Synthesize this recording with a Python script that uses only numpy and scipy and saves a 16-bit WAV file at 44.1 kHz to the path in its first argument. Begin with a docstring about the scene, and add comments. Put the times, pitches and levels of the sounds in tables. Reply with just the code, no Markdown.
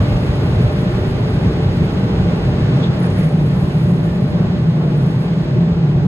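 """Under the blowers of a car wash

A car creeps out under the dryer blowers, heard from a small two-port microphone behind the windscreen.
Shaped noise makes the buffeting of the glass, the boom of the cabin, and a roar whose hiss slowly dulls.
A noise band of wandering pitch makes the drone; the fans add a sine whine and narrow noise bands.
Faint howls, brief swishes and sizzling spray are noise that swells and fades; spurts are ringing clicks."""
import sys
import numpy as np
from scipy import signal
from scipy.fft import rfft, irfft
from scipy.io import wavfile
from scipy.ndimage import uniform_filter1d, minimum_filter1d, map_coordinates

SR = 44100
rng = np.random.default_rng(int(sys.argv[2]) if len(sys.argv) > 2 else 0)


def wav_out(sig):
    """Save sig, one row per channel (or a flat mono array), as 16-bit PCM at SR to the path in sys.argv[1]."""
    wavfile.write(sys.argv[1], SR, np.round(np.clip(np.atleast_2d(sig).T, -1, 1) * 32767).astype(np.int16))


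N = 267676
TIME = np.arange(N) / SR
FREQ = np.maximum(np.fft.rfftfreq(N, 1 / SR), 1)  # Hz; at least 1, so that its logarithm exists

# Relative strength of the glass buffeting at each pitch: pitch_hz, level_db
BUFFET_SPECTRUM = [(12, -35.5), (25, -13), (40, -2.5), (60, 2.5), (80, 2.5), (110, 8), (135, 2.5),
                   (170, -18.5), (300, -70)]
# Relative strength of the low and middle rush of air: pitch_hz, level_db
ROAR_SPECTRUM = [(130, -25), (220, 5), (290, -0.05), (370, -0.7), (460, -1.7), (550, -8), (630, -8),
                 (695, -10.5), (780, -9), (860, -11.5), (950, -15.5), (1100, -13.5), (1250, -20),
                 (1800, -25.5), (3500, -72)]
# Relative strength of the high rush of air: pitch_hz, level_db
HISS_SPECTRUM = [(700, -7), (1150, 1), (1380, 2), (1540, 4), (1690, -0.5), (1790, 0), (2100, 0.5),
                 (2300, 0), (2460, 1.1), (2850, -2.04), (4000, -4.5), (5000, -9.5), (6200, -16.5),
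                 (8000, -24.5), (11000, -41), (14000, -51)]
# Relative strength of the spray's sizzle: pitch_hz, level_db
SPRAY_SPECTRUM = [(4000, -27), (7000, -2.5), (10000, 1), (11800, 0), (13000, -6), (14500, -17.5)]
# Resonances of the cabin air and the roof: pitch_hz, width_hz, relative level_db
CABIN_RESONANCES = [(126.6, 13, 0), (140, 12, -1), (160, 14.5, -0.5), (178.4, 23, 1.5), (197, 25, -13),
                    (344, 28, -16.5), (376, 11.7, -16)]
# Blade tones of the fans, smeared by moving air, with their harmonics: pitch_hz, width_hz, relative level_db
BLADE_TONES = [(586, 4.2, -0.5), (614, 13, -2), (1177, 4.9, -10.5), (1760, 4, -9.5), (1960, 3.2, -11)]
# Howls of fixed pitch: peak_s, length_s, pitch_hz, width_hz, level_db
HOWL_EVENTS = [(0.098, 0.54, 1156, 140, -39.5), (1.2, 0.92, 380, 3.9, -37.5), (1.257, 0.97, 432, 14, -32.5)]
# Brief swishes: peak_s, length_s, pitch_hz, width_hz, level_db (before the rasp)
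SWISH_EVENTS = [(2.78, .09, 5750, 600, -58), (2.832, .025, 4400, 800, -47),
                (2.849, 0.034, 3470, 480, -32.5), (3.047, 0.063, 1450, 1000, -35.5),
                (3.22, 0.095, 1980, 720, -37.5)]
# How alike the two sides sound at each pitch; above about 6.2 kHz the two sides are almost identical: pitch_hz,
# # correlation (no unit, -1 to 1)
SIDE_LIKENESS = [(60, 0.99), (160, 1), (270, 0.91), (480, 0.87), (700, 0.39), (860, 0.68), (1050, .08),
                 (1300, 0.021), (1550, 0.0026), (1900, 0.0079), (2400, -0.55), (3400, -0.47), (4800, -0.69),
                 (6050, -0.63), (6350, 1), (11500, 0.73), (13000, 0.1)]
# Path of the cabin's drone, strongest once the jets are on the roof: time_s, pitch_hz, level_db
DRONE_PATH = [(0, 127.4, -23), (.6, 130, -18), (.75, 140.1, -25), (2.4, 135.1, -32), (2.76, 138.2, -16.5),
              (2.9, 177.9, -22), (3.23, 174, -17.5), (3.319, 152.9, -16), (3.43, 146.6, -17),
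              (3.702, 147.5, -23.5), (3.902, 167.3, -13), (4.15, 171.8, -22.5), (4.3, 168, -15.5),
              (4.5, 166.1, -20.5), (4.68, 157.6, -13.5), (5.05, 143.6, -18), (5.219, 152.4, -19.5),
              (5.64, 168.1, -16), (5.801, 159.6, -18), (6.07, 142.9, -11.5)]
# Level of the hiss, falling in small steps, some just after loud booms: time_s, level_db
HISS_PATH = [(0, -33.5), (1.1, -34.5), (1.8, -34.5), (2.15, -34.5), (2.7, -34), (3.2, -35.5), (3.38, -37.4),
             (3.8, -36.5), (3.95, -38), (4.55, -37), (4.72, -38.5), (5.42, -37.5), (5.62, -39), (6.07, -39)]
# Brief changes in level, mostly rises; a negative lift is a dip:
# peak_s, length_s, buffeting_lift_db, boom_lift_db
LIFT_EVENTS = [(0.638, 0.04, 8, 2), (0.862, .05, -3, 4.5), (1.269, 0.048, 8, -2), (1.465, .035, 5, 4.5),
               (1.67, 0.063, 5.5, 1.5), (1.821, 0.034, 1, 7.5), (2.243, 0.12, 5, 2.5), (2.51, 0.06, 8, -4),
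               (2.64, 0.051, 6, 1.5), (2.766, 0.0092, 11, 4), (2.904, 0.02, 4, 9), (3.13, 0.092, 4, 0),
               (3.221, 0.025, 5, 2), (3.917, 0.14, 2, 3), (4.114, 0.071, 6, -5.5), (4.412, 0.019, -3, 8.5),
               (4.482, 0.029, 10, -3), (4.65, 0.15, 4.5, 0), (5.565, 0.04, -1, 8.5), (5.74, 0.041, 11, -8),
               (5.988, 0.077, 8, 2.5)]
# Brief changes in level, mostly dips; a negative depth is a rise:
# middle_s, buffeting_depth_db, cabin_depth_db
DIP_EVENTS = [(.71, 2, 14), (1.04, 3, 8), (1.53, 3, 5), (1.9, 2, 10), (3.31, 5, 4), (4.811, 6, 3.5),
              (5.239, 4, 5.5), (5.44, -2, 9), (5.75, 0, 5)]
# Showers of spray blown off the roof: peak_s, length_s, level_db (before the patter)
SHOWER_EVENTS = [(3.75, 0.74, -62), (5.151, 0.52, -68)]
# Whine of the clearest fan as the car rolls on: time_s, level_db
WHINE_PATH = [(0, -32.5), (.38, -40.5), (.7, -32.7), (1.25, -41), (1.5, -40), (2.15, -42), (2.45, -37.5),
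              (3.5, -40.5), (4.5, -38.5), (4.9, -45), (5.28, -46), (5.53, -36), (5.8, -46), (6.07, -46.5)]
# Spurts of water shaken off the top of the windscreen:
# peak_s, length_s, pitch_ratio (multiplies the ring's pitches), level_db
SPURT_EVENTS = [(3.003, .012, 1.1, -52), (3.028, .017, 1.03, -49.5), (3.06, .03, 1.01, -50),
                (3.103, .008, 0.83, -53), (3.194, .026, 1.13, -48), (3.244, .012, 1.1, -52),
                (3.22, 0.16, 1, -55)]
# What the drops of a spurt ring with: pitch_hz, width_hz, relative level_db
DROP_RESONANCES = [(6400, 1300, -9), (8670, 260, 2), (9940, 470, -3), (10600, 1500, -11)]

# buffeting: level at the start, and its fall as the car rolls on
BUFFET_DB, BUFFET_FALL_DB_PER_S = -17, 1.82
# boom: level with the jets on the glass, then on the roof, which the wide jets reach gradually
BOOM_GLASS_DB, BOOM_ROOF_DB, ROOF_S, ROOF_LENGTH_S = -20, -17, 1.7, 0.9
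DRONE_WIDTH_HZ = 8.6
# roar: level at the start and fall with distance, plus a swell while the nozzles are nearest
ROAR_DB, ROAR_FALL_DB_PER_S = -23, 0.37
NEAREST_S, NEAREST_LENGTH_S, ROAR_LIFT_DB = 2.6, 0.91, 2
DIP_S = 0.027
# thinning mist on the glass: level at the start and its fall
MIST_DB, MIST_FALL_DB_PER_S = -57, 2
# clearest fan: middle pitch and typical drift; level of the smeared blade tones against its whine
WHINE_HZ, WHINE_DRIFT_HZ, BLADES_DB = 590, 2.48, -0.5
DROPS_PER_S, DROP_SPREAD_DB = 650, 0.5
TOP_HZ = 13300  # little sounds above this pitch


def undb(db):
    """Turn decibels into a gain that multiplies the sound."""
    return 10 ** (np.asarray(db) / 20)


def over_frequency(points):
    """Join points by straight lines on a log-frequency axis."""
    hz, value = np.transpose(points)
    return np.interp(np.log(FREQ), np.log(hz), value)


def over_time(points):
    """Join points by straight lines along time."""
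    return np.interp(TIME, *np.transpose(points))


def resonances(modes):
    """Gain of steep-sided resonances side by side, with their powers added."""
    power = 0
    for hz, width, db in modes:
        offset = (FREQ - hz) / width * 2
        power = power + (undb(db) / (1 + offset ** 2 / 2)) ** 2
    return np.sqrt(power)


def walk(rate):
    """Smooth random curve that changes about rate times a second; its typical spread is 1."""
    curve = irfft(rfft(rng.standard_normal(N)) * np.exp(-(FREQ / rate) ** 2), N)
    return curve / curve.std()


def turbulence(gain):
    """Noise shaped by a gain over frequency, on two sides as alike as the likeness table says; average (rms)
    level 1."""
    alike = np.clip(over_frequency(SIDE_LIKENESS), -1, 1)
    # a shared part and an opposite part, mixed to make the two sides as alike as the table says
    mid, side = rfft(rng.standard_normal((2, N))) * gain * np.sqrt([1 + alike, 1 - alike])
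    noise = irfft(np.array([mid + side, mid - side]), N)
    return noise / noise.std()


def driven(noise, db, span_s):
    """Give a noise the level db, leaving only its flutter faster than about span_s."""
    size = int(span_s * SR)
    power = np.mean(noise ** 2, axis=0)
    smooth_power = uniform_filter1d(uniform_filter1d(power, size), size)
    return noise / np.sqrt(smooth_power) * undb(db)


def swell(at, length):
    """A smooth rise to 1 at a given time, and back to 0."""
    return np.exp(-2 * ((TIME - at) / length) ** 2)


def passed(at, length):
    """A smooth step from 0 to 1 around a given time."""
    return .5 + .5 * np.tanh((TIME - at) / length)


def swelling_bands(events):
    """Bands of noise, each swelling and fading around its own pitch."""
    bands = 0
    for at, length, hz, width, db in events:
        noise = turbulence(resonances([(hz, width, 0)]))
        bands = bands + undb(db) * swell(at, length) * noise
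    return bands


def bent(sound, ratio):
    """Bend pitch by reading the sound faster or slower; ratio is the reading speed."""
    place = np.cumsum(ratio)
    return np.array([map_coordinates(side, [place], mode="mirror") for side in sound])


def brief_lifts():
    """Brief rises, and some dips, in the level of the buffeting and the boom, in dB; one row for each."""
    return sum(np.outer([glass_db, roof_db], swell(at, length))
               for at, length, glass_db, roof_db in LIFT_EVENTS)


def brief_dips():
    """Brief dips as dB to take off the buffeting and the cabin sound; one row for each."""
    return sum(np.outer([glass_db, cabin_db], swell(at, DIP_S))
               for at, glass_db, cabin_db in DIP_EVENTS)


def buffeting(change_db, lump_db=1.8):
    """Large eddies beat on the windscreen in uneven lumps, less as the jets move up and away."""
    db = BUFFET_DB - BUFFET_FALL_DB_PER_S * TIME + change_db + lump_db * walk(25)
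    noise = turbulence(undb(over_frequency(BUFFET_SPECTRUM)))
    return driven(noise, db, span_s=0.17)


def boom(change_db):
    """The jets drum on the roof and ring the air of the cabin."""
    roof_lift_db = (BOOM_ROOF_DB - BOOM_GLASS_DB) * passed(ROOF_S, ROOF_LENGTH_S)
    db = BOOM_GLASS_DB + roof_lift_db + change_db
    return driven(turbulence(resonances(CABIN_RESONANCES)), db, span_s=0.083)


def drone():
    """The air stream over the roof pumps the cabin at one narrow, wandering pitch."""
    at, hz, db = np.transpose(DRONE_PATH)
    centre = np.mean(hz)
    hum = turbulence(resonances([(centre, DRONE_WIDTH_HZ, 0)]))
    wandering = bent(hum, np.interp(TIME, at, hz) / centre)
    return driven(wandering, np.interp(TIME, at, db), span_s=0.056)


def rush(roar_flutter_db=0.79, hiss_flutter_db=0.49):
    """The nozzles' turbulent air roars and hisses through the glass; the middle range leans right."""
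    nearest_db = ROAR_LIFT_DB * swell(NEAREST_S, NEAREST_LENGTH_S)
    roar_db = ROAR_DB - ROAR_FALL_DB_PER_S * TIME + nearest_db + roar_flutter_db * walk(6.4)
    hiss_db = over_time(HISS_PATH) + hiss_flutter_db * walk(32)
    roar = turbulence(undb(over_frequency(ROAR_SPECTRUM))) * undb(roar_db)
    hiss = turbulence(undb(over_frequency(HISS_SPECTRUM))) * undb(hiss_db)
    # pitch_hz, left minus right in dB
    lean_db = over_frequency([(250, 0), (700, -1.1), (1200, -1.6), (2300, -0.7), (7000, 0.036)])
    return irfft(rfft(roar + hiss) * undb(np.array([lean_db, -lean_db]) / 2), N)


def fans(waver_db=1.5):
    """One fan holds a thin, wavering whine; moving air smears the fans' blade tones and harmonics."""
    db = over_time(WHINE_PATH)
    pitch_hz = WHINE_HZ + WHINE_DRIFT_HZ * walk(3.5)
    phase = 2 * np.pi * np.cumsum(pitch_hz) / SR
    # the root of 2 gives the sine an average (rms) level of 1
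    whine = np.sqrt(2) * np.sin(phase) * undb(db + waver_db * walk(5.6))
    blades = driven(turbulence(resonances(BLADE_TONES)), db + BLADES_DB, span_s=0.15)
    return whine + blades


def spray():
    """Mist and showers blown over the glass make a fine, uneven sizzle."""
    mist = undb(MIST_DB - MIST_FALL_DB_PER_S * TIME)
    showers = sum(undb(db) * swell(at, length) for at, length, db in SHOWER_EVENTS)
    patter_db = 1.8 * walk(300) + 1.3 * walk(15)
    sizzle = turbulence(undb(over_frequency(SPRAY_SPECTRUM)))
    return sizzle * (mist + showers) * undb(patter_db)


def howls():
    """The jets excite faint howls of fixed pitch while they play on the front of the car."""
    return swelling_bands(HOWL_EVENTS)


def swishes(rasp_db=2):
    """Air catches an edge for a moment: a ragged band of noise swells and fades."""
    return swelling_bands(SWISH_EVENTS) * undb(rasp_db * walk(150))


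def drops():
    """Small drops fizz on the glass: clicks of random strength ring at each spurt's own pitch."""
    out = 0
    for at, length, pitch, db in SPURT_EVENTS:
        lands = rng.random((2, N)) < DROPS_PER_S / SR
        strength = undb(DROP_SPREAD_DB * np.minimum(rng.exponential(size=(2, N)), 4))
        ticks = lands * strength
        both_ports = ticks + .5 * ticks[::-1]  # each port also hears the other's drops at half strength
        ring = resonances([(hz * pitch, width, mode_db) for hz, width, mode_db in DROP_RESONANCES])
        fizz = irfft(rfft(both_ports) * ring * (FREQ > 1000), N)  # nothing below 1000 Hz
        out = out + fizz / fizz.std() * undb(db) * swell(at, length)
    return out


def scene():
    """Air, fans and water add together in the cabin, with brief dips shared by boom and drone."""
    dip_db = brief_dips()
    glass_db, roof_db = brief_lifts() - dip_db
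    cabin = boom(roof_db) + drone() * undb(-dip_db[1])
    air = buffeting(glass_db) + cabin + rush()
    return air + fans() + spray() + howls() + swishes() + drops()


def record(dry, ceiling_db=-3):
    """The gain eases down around the largest peaks, and a filter cuts the top treble."""
    size = int(.012 * SR)  # 12 ms of easing
    allowed = np.minimum(1, undb(ceiling_db) / (np.abs(dry).max(axis=0) + 1e-9))
    gain = uniform_filter1d(minimum_filter1d(allowed, size), size)
    fade = np.clip(np.minimum(TIME, TIME[-1] - TIME) / .004, 0, 1)  # 4 ms at each end
    top_cut = signal.ellip(8, .2, 70, TOP_HZ, fs=SR, output="sos")
    return signal.sosfilt(top_cut, dry * gain * fade)


dry = scene()
out = record(dry)
wav_out(out)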